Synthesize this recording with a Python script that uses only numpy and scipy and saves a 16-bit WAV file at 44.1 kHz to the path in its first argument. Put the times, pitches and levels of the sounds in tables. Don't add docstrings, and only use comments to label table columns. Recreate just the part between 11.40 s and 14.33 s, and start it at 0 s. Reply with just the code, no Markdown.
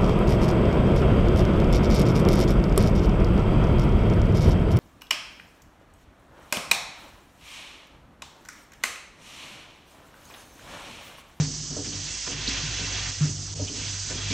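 import sys
import numpy as np
from scipy import signal
from scipy.fft import rfft, irfft
from scipy.io import wavfile
from scipy.ndimage import uniform_filter1d

SR = 44100
rng = np.random.default_rng(int(sys.argv[2]) if len(sys.argv) > 2 else 0)


def ratio(d):
    e = np.asarray(d, float) / 20
    return 10 ** e


def wav_record(signal):
    frames = np.transpose(np.atleast_2d(signal))
    bounded = np.clip(frames, -1, 1)
    quanta = np.round(bounded * 32767).astype(np.int16)
    wavfile.write(sys.argv[1], SR, quanta)


N = 129213
T = np.arange(N) / SR

# time in seconds, level in dB.
LEAK_LEVEL = [(0, -35), (.35, -37), (.55, -35.5), (.91, -34.5), (.96, -41.5), (1.12, -38), (1.74, -37),
              (2.1, -38), (2.26, -38), (2.31, -36.5), (2.42, -35), (2.73, -34.5), (2.79, -41),
              (2.93, -35.5)]
# time in seconds, level in dB.
JET_LEVEL = [(0, -42), (.06, -55), (.515, -55), (.53, -43.5), (.86, -43), (.96, -39), (1.12, -35),
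             (1.69, -35.5), (1.715, -41.5), (1.88, -44.5), (1.94, -52.5), (2.33, -52), (2.36, -42.5),
             (2.5, -41), (2.68, -45.5), (2.84, -38), (2.93, -38)]
# time in seconds, level in dB.
DRIVE_LEVEL = [(0, -47), (.4, -50), (.88, -48.5), (1.05, -40.5), (1.68, -39.5), (1.76, -49.5), (2.6, -48),
               (2.93, -39.5)]
# time in seconds, level in dB.
PUMP_LEVEL = [(0, -31), (.14, -60), (.35, -62), (.4, -46), (.62, -42.5), (.7, -57.5), (1.299, -45.5),
              (1.46, -36), (1.6, -40), (1.9, -36.5), (2.17, -42), (2.235, -30), (2.32, -55), (2.4, -35),
              (2.72, -40.5), (2.77, -44), (2.86, -33.5), (2.93, -30.5)]
# frequency in Hz, noise density in dB per Hz.
LEAK_COLOUR = [(1470, -55), (2500, -37), (2880, -14.5), (3120, -12.5), (3770, -13), (4610, -4.5),
               (6040, -2.5), (7000, -5), (8290, -12), (10800, -38), (18200, -120)]
# frequency in Hz, noise density in dB per Hz.
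JET_COLOUR = [(300, -8.5), (800, -8.5), (1400, -3.5), (2000, -0.5), (3000, 0), (4000, -0.5), (6600, -1.5),
              (8300, -30.5)]
# frequency in Hz, noise density in dB per Hz.
HALL_COLOUR = [(45, -13), (70, -0.5), (125, -4.5), (200, -8.5), (290, -11), (500, -23), (900, -22),
               (2500, -25)]
# frequency in Hz, width in Hz, level in dB (plus 16: peak against the
LEAK_WHISTLES = [(5140, 36, -13.5), (5964, 51, -13), (6150, 56, -13), (6600, 190, -18.5)]
# frequency in Hz, width in Hz, level in dB (plus 16: peak against the
JET_WHISTLES = [(1806, 9.9, -13), (2380, 22, -10.5), (2677, 37, -9.5), (2890, 35, -13), (3410, 300, -15.5)]
# frequency in Hz, likeness from 0 to 1.
LIKENESS = [(60, 1), (150, 0.98), (300, 0.97), (600, 0.85), (2000, 0.85), (4000, 0.83), (7800, 1)]
# frequency in Hz, left minus right in dB.
LEAN = [(60, 4), (160, -1), (420, 1.5), (1120, 0.0), (2960, -1), (7840, -5.5)]
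# start in seconds, length in seconds, dip in dB.
RESTS = [
    (0.762, 0.12, -6),
    (1.713, 0.079, -11.5),
    (2.575, 0.067, -10),
]
# start in seconds, peak in dB.
LANDINGS = [
    (-.0215, -16.5),
    (1.808, -16.5),
]
# start in seconds, level in dB, length in seconds,
# centre of the struck modes in Hz.
KNOCKS = [(.0, -39, 0.016, 387), (0.077, -45, 0.026, 268), (0.306, -42, 0.033, 450),
          (0.363, -36.5, 0.038, 500), (0.459, -42.5, 0.025, 350), (0.523, -43.5, 0.024, 272),
          (0.87, -37.5, 0.035, 495), (0.916, -48, 0.043, 420), (1.07, -37, 0.024, 220),
          (1.388, -37, 0.036, 280), (1.808, -38.5, 0.083, 300), (2.137, -44.5, .03, 394),
          (2.196, -37, 0.037, 470), (2.294, -46, 0.05, 346), (2.364, -48.5, 0.059, 280),
          (2.699, -40, 0.035, 440), (2.748, -45, 0.03, 270), (2.905, -34.5, .04, 198)]
# frequency in Hz, level in dB,
# time to die by 60 dB in seconds.
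BODY_MODES = [(147, -3, 0.17), (205, -2.5, 0.13), (242, -7.5, 0.13), (277.7, -1.5, 0.099), (354, -10, 0.14),
              (420, -3.5, 0.066), (482, -7.5, 0.069), (610, -4.5, 0.037), (742, -12, 0.077),
              (938, -4, 0.065), (1300, -15, .06), (1496, -14.5, 0.08)]
# start in seconds, level in dB, length in seconds, centre in Hz,
# width in octaves.
PUFFS = [(.0, -41, 0.059, 1810, 3.8), (0.444, -41.5, 0.026, 2500, 1.3), (0.527, -41, 0.009, 3380, 0.58),
         (0.864, -41, 0.017, 1500, 0.89), (1.072, -28.5, 0.012, 4270, 0.41),
         (1.086, -29.5, 0.014, 4140, 1.7), (1.684, -36, 0.021, 5500, 0.86),
         (1.804, -45.5, 0.062, 1510, 0.72), (2.269, -38.5, 0.024, 2920, 0.35),
         (2.689, -43, 0.04, 1550, 1.15), (2.772, -41, 0.057, 3280, 0.027), (2.897, -34.5, 0.049, 3180, 1.2),
         (2.915, -36, .02, 3000, 1.8)]
# start in seconds, peak in dB, frequency in Hz,
# swell time in seconds.
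PANELS = [(0.021, -36.5, 269, 0.027), (.366, -36, 427, 0.0083), (.364, -39, 597, 0.0081),
          (.378, -31.5, 291, 0.012), (.49, -39, 294, .03), (1.073, -37, 231, 0.0093),
          (1.075, -43.5, 322, 0.013), (1.1, -44, 271, .018), (1.255, -45.5, 244, .015),
          (1.53, -44.5, 370, 0.013), (1.834, -38.5, 273.7, 0.019), (2.193, -34.5, 593, 0.005),
          (2.206, -40, 420, 0.011), (2.208, -32, 289, 0.012), (2.36, -47, 289, 0.015),
          (2.7, -43.5, 522, 0.016), (2.76, -41.5, 259, 0.019), (2.78, -47, 422, 0.014),
          (2.896, -34, 185, 0.011), (2.903, -34, 264, .014), (.866, -44, 1430, 0.0096),
          (.868, -45, 1000, .012), (2.697, -47, 997, 0.0116), (2.697, -47, 1504, .012),
          (.875, -43, 277, .015), (0.879, -46.5, 450, 0.013), (.97, -46.5, 373, 0.021),
          (1.68, -45, 258, 0.015), (2.31, -39, 298, 0.012)]
# start in seconds, peak in dB, frequency in Hz,
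# swell time in seconds.
PUSHES = [(0.07, -31, 126, 0.0058), (1.898, -32, 123.6, 0.0094), (.17, -34.5, 150, 0.021),
          (0.299, -33.5, 150, 0.013), (0.377, -32.5, 99.6, 0.022), (0.521, -43, 150, 0.045),
          (.93, -36.5, 145.7, 0.031), (1.0745, -32.5, 54.2, 0.01), (1.229, -29.5, 150, 0.016),
          (1.27, -35, 111, 0.015), (1.405, -36.5, 154, 0.02), (1.43, -37, 98, .015),
          (1.67, -33.5, 133, 0.0091), (2.141, -38, 150, 0.018), (2.7, -40, 150, 0.015),
          (1.99, -42.5, 150, .02), (2.09, -48, 150, 0.014), (2.272, -47, 150, 0.018),
          (2.379, -41.5, 150, .02), (2.461, -48, 150, .018), (2.635, -49.5, 150, .02),
          (2.847, -38, 155, 0.015), (.485, -42.5, 150, 0.017), (1.18, -41, 139, 0.017),
          (0.629, -40.5, 150, .025)]

HALL_DB = -44
RIPPLE_DB, RIPPLE_HZ = 2, 24.96
DRIVE_HZ, PUMP_HZ = 51.9, 98.5
THUD_HZ, THUD_SWELL_S, THUD_HOLD_S = 150, 0.012, 0.014
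FRAME_TAIL_DB, FRAME_TAIL_T60_S = -11.5, 1
FIRST_BLOW, RATTLE_PER_S, KNOCK_DECAY_S = 3.15, 900, 0.025
REACH_DB_PER_OCTAVE = -4
BODY_WIDTH = 0.24
PUFF_EDGE_S, PUFF_ECHO_DB = 0.0024, -4
ECHO_DB, ECHO_T60_S = -8, 1
DROPOUT_S, DROPOUT_WIDTH_S, DROPOUT_DEPTH = 2.147, 0.007, 0.7
CUTOFF_HZ = 8270
LEFT_RIGHT = np.array([[1], [-1]])


def rms_one(x):
    return x / np.sqrt(np.mean(x ** 2) + 1e-20)


def level(rows):
    return ratio(np.interp(T, *np.transpose(rows)))


def at_hz(points, hz):
    table_hz, values = np.array(points).T
    return np.interp(np.log(hz), np.log(table_hz), values)


def drift(rate):
    r = np.exp(-80 * np.pi * rate / SR)
    noise = rng.standard_normal(N // 40 + 2002)
    slow = signal.lfilter([1], [1, -2 * r, r * r], noise)[2000:]
    return np.interp(np.arange(N) / 40, np.arange(len(slow)), rms_one(slow))


def gate(s, length, rise, fall):
    release = np.exp(-np.clip(T - s - length, 0, None) / fall)
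    return np.clip((T - s) / rise, 0, 1) * release


def air(colour, whistles, patchy_db, in_step):
    hz = np.maximum(np.arange(N // 2 + 1) * SR / N, 10)
    mid, side = rfft(rng.standard_normal((2, N)))
    low, high = colour[0][0] * .7, colour[-1][0] * 1.3
    shape = ratio(at_hz(colour, hz)) * (hz > low) * (hz < high)
    ridges = sum(ratio(db + 16) ** 2 / (1 + (2 * (hz - f) / w) ** 2) for f, w, db in whistles)
    shape = shape * np.sqrt(1 + ridges)
    ripple = uniform_filter1d(rng.standard_normal(len(hz)), max(int(RIPPLE_HZ * N / SR), 1))
    shape = shape * ratio(RIPPLE_DB * rms_one(ripple))
    alike = np.clip(at_hz(LIKENESS, hz), 0, 1)
    pair = np.sqrt(1 + alike) * mid + LEFT_RIGHT * np.sqrt(1 - alike) * side
    full = shape * ratio(LEFT_RIGHT * at_hz(LEAN, hz) / 2) * pair
    out, together = 0, drift(8.4)
    place = 2 * np.log2(hz)
    for k in range(int(2 * np.log2(low)), int(2 * np.log2(high)) + 2):
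        band = irfft(full * np.clip(1 - abs(place - k), 0, 1), N)
        out = out + band * ratio(patchy_db * (in_step * together + drift(21.4)))
    return rms_one(out)


def leak():
    return ratio(1.0) * level(LEAK_LEVEL) * air(LEAK_COLOUR, LEAK_WHISTLES, patchy_db=1.22, in_step=0.18)


def jet():
    return ratio(3.5) * level(JET_LEVEL) * air(JET_COLOUR, JET_WHISTLES, patchy_db=1.33, in_step=0.8)


def hall_noise(rest_db):
    return ratio(HALL_DB + rest_db) * air(HALL_COLOUR, [], patchy_db=2.5, in_step=0.24)


def hum(hz, rows, rough):
    phase = 2 * np.pi * hz * T + .4 * drift(2.0)
    return np.sqrt(2) * level(rows) * (1 + rough * drift(21.0)) * np.sin(phase)


def motors():
    return hum(DRIVE_HZ, DRIVE_LEVEL, rough=0.12) + hum(PUMP_HZ, PUMP_LEVEL, rough=0.25)


def swell(s, db, hz, rise, tail_db, hold=0):
    t = np.clip(T - s, 0, None)
    age = (np.minimum(t, rise) + np.clip(t - rise - hold, 0, None)) / rise
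    tail = ratio(tail_db - 60 * t / FRAME_TAIL_T60_S) * (1 - np.exp(-t / rise))
    return -ratio(db) * (age * np.exp(1 - age) + tail) * np.sin(2 * np.pi * hz * t)


def landings():
    return sum(swell(s, db, THUD_HZ, THUD_SWELL_S, FRAME_TAIL_DB, hold=THUD_HOLD_S)
               for s, db in LANDINGS)


def ring(x, hz, t60):
    r, w = ratio(-60 / (t60 * SR)), 2 * np.pi * hz / SR
    return signal.lfilter([0, np.sin(w)], [1, -2 * r * np.cos(w), r * r], x + 1e-18)


def knocks():
    contacts = (rng.random((2, N)) < RATTLE_PER_S / SR) * rng.standard_normal((2, N))
    chance_db = rng.normal(0, 1.1, (len(KNOCKS), len(BODY_MODES)))
    first = np.zeros(N)
    first[[int((row[0] + .001) * SR) + 1 for row in KNOCKS]] = FIRST_BLOW
    out = 0
    for m, (hz, mode_db, t60) in enumerate(BODY_MODES):
        drive = 0
        for k, (s, db, length, near) in enumerate(KNOCKS):
            reach_db = REACH_DB_PER_OCTAVE * np.log2(hz / near) ** 2
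            gain = ratio(db + mode_db + reach_db + chance_db[k, m] - 9.0)
            drive = drive + gain * gate(s, length * min(380 / hz, 1), .001, KNOCK_DECAY_S)
        rattle = np.roll(contacts, 997 * m, axis=1) * min(hz / 250, 1) ** 2
        mid, side = ring((rattle + first * (-1) ** m) * drive, hz, t60)
        out = out + mid + BODY_WIDTH * min(hz / 400, 1) ** 2 * side * LEFT_RIGHT
    return out


def puffs():
    out = 0
    for s, db, length, hz, octaves in PUFFS:
        edges = hz * 2 ** (np.array([-.5, .5]) * max(octaves, .03))
        edges = np.minimum(edges, [9000, 10000])
        band = signal.butter(2, edges, "band", fs=SR, output="sos")
        mid, side = rms_one(signal.sosfilt(band, rng.standard_normal((2, N))))
        pair = (mid + 0.22 * side * LEFT_RIGHT) * ratio(LEFT_RIGHT * .5 * at_hz(LEAN, hz))
        out = out + ratio(db) * gate(s, length, PUFF_EDGE_S, PUFF_EDGE_S * 0.5) * pair
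    return out


def hall_echo(x):
    mid, side = rng.standard_normal((2, SR)) * ratio(-60 * T[:SR] / ECHO_T60_S)
    tail = (mid + 0.19 * side * LEFT_RIGHT) / np.sqrt(np.sum(mid ** 2))
    return ratio(ECHO_DB) * signal.fftconvolve(x.mean(axis=0, keepdims=True), tail)[:, :N]


def panels():
    return sum(swell(*row, tail_db=-33) for row in PANELS)


def pushes():
    return sum(swell(*row, tail_db=-18) for row in PUSHES)


def scene():
    rest_db = sum(db * gate(s, length, 0.014, .003) for s, length, db in RESTS)
    steady = leak() + jet() + hall_noise(rest_db) + motors()
    hits, valves = knocks(), puffs()
    echo = ratio(rest_db) * hall_echo(hits + ratio(PUFF_ECHO_DB) * valves)
    return steady + landings() + hits + valves + echo + panels() + pushes()


def top_cut(x):
    return signal.sosfilt(signal.butter(12, 8440, fs=SR, output="sos"), x)


def record(dry):
    dip = 1 - DROPOUT_DEPTH * np.exp(-((T - DROPOUT_S) / DROPOUT_WIDTH_S) ** 2)
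    steep = signal.ellip(12, .2, 45, CUTOFF_HZ, fs=SR, output="sos")
    mix = signal.sosfiltfilt(steep, dry * dip)
    return top_cut(mix)


dry = scene()
out = record(dry)
wav_record(out)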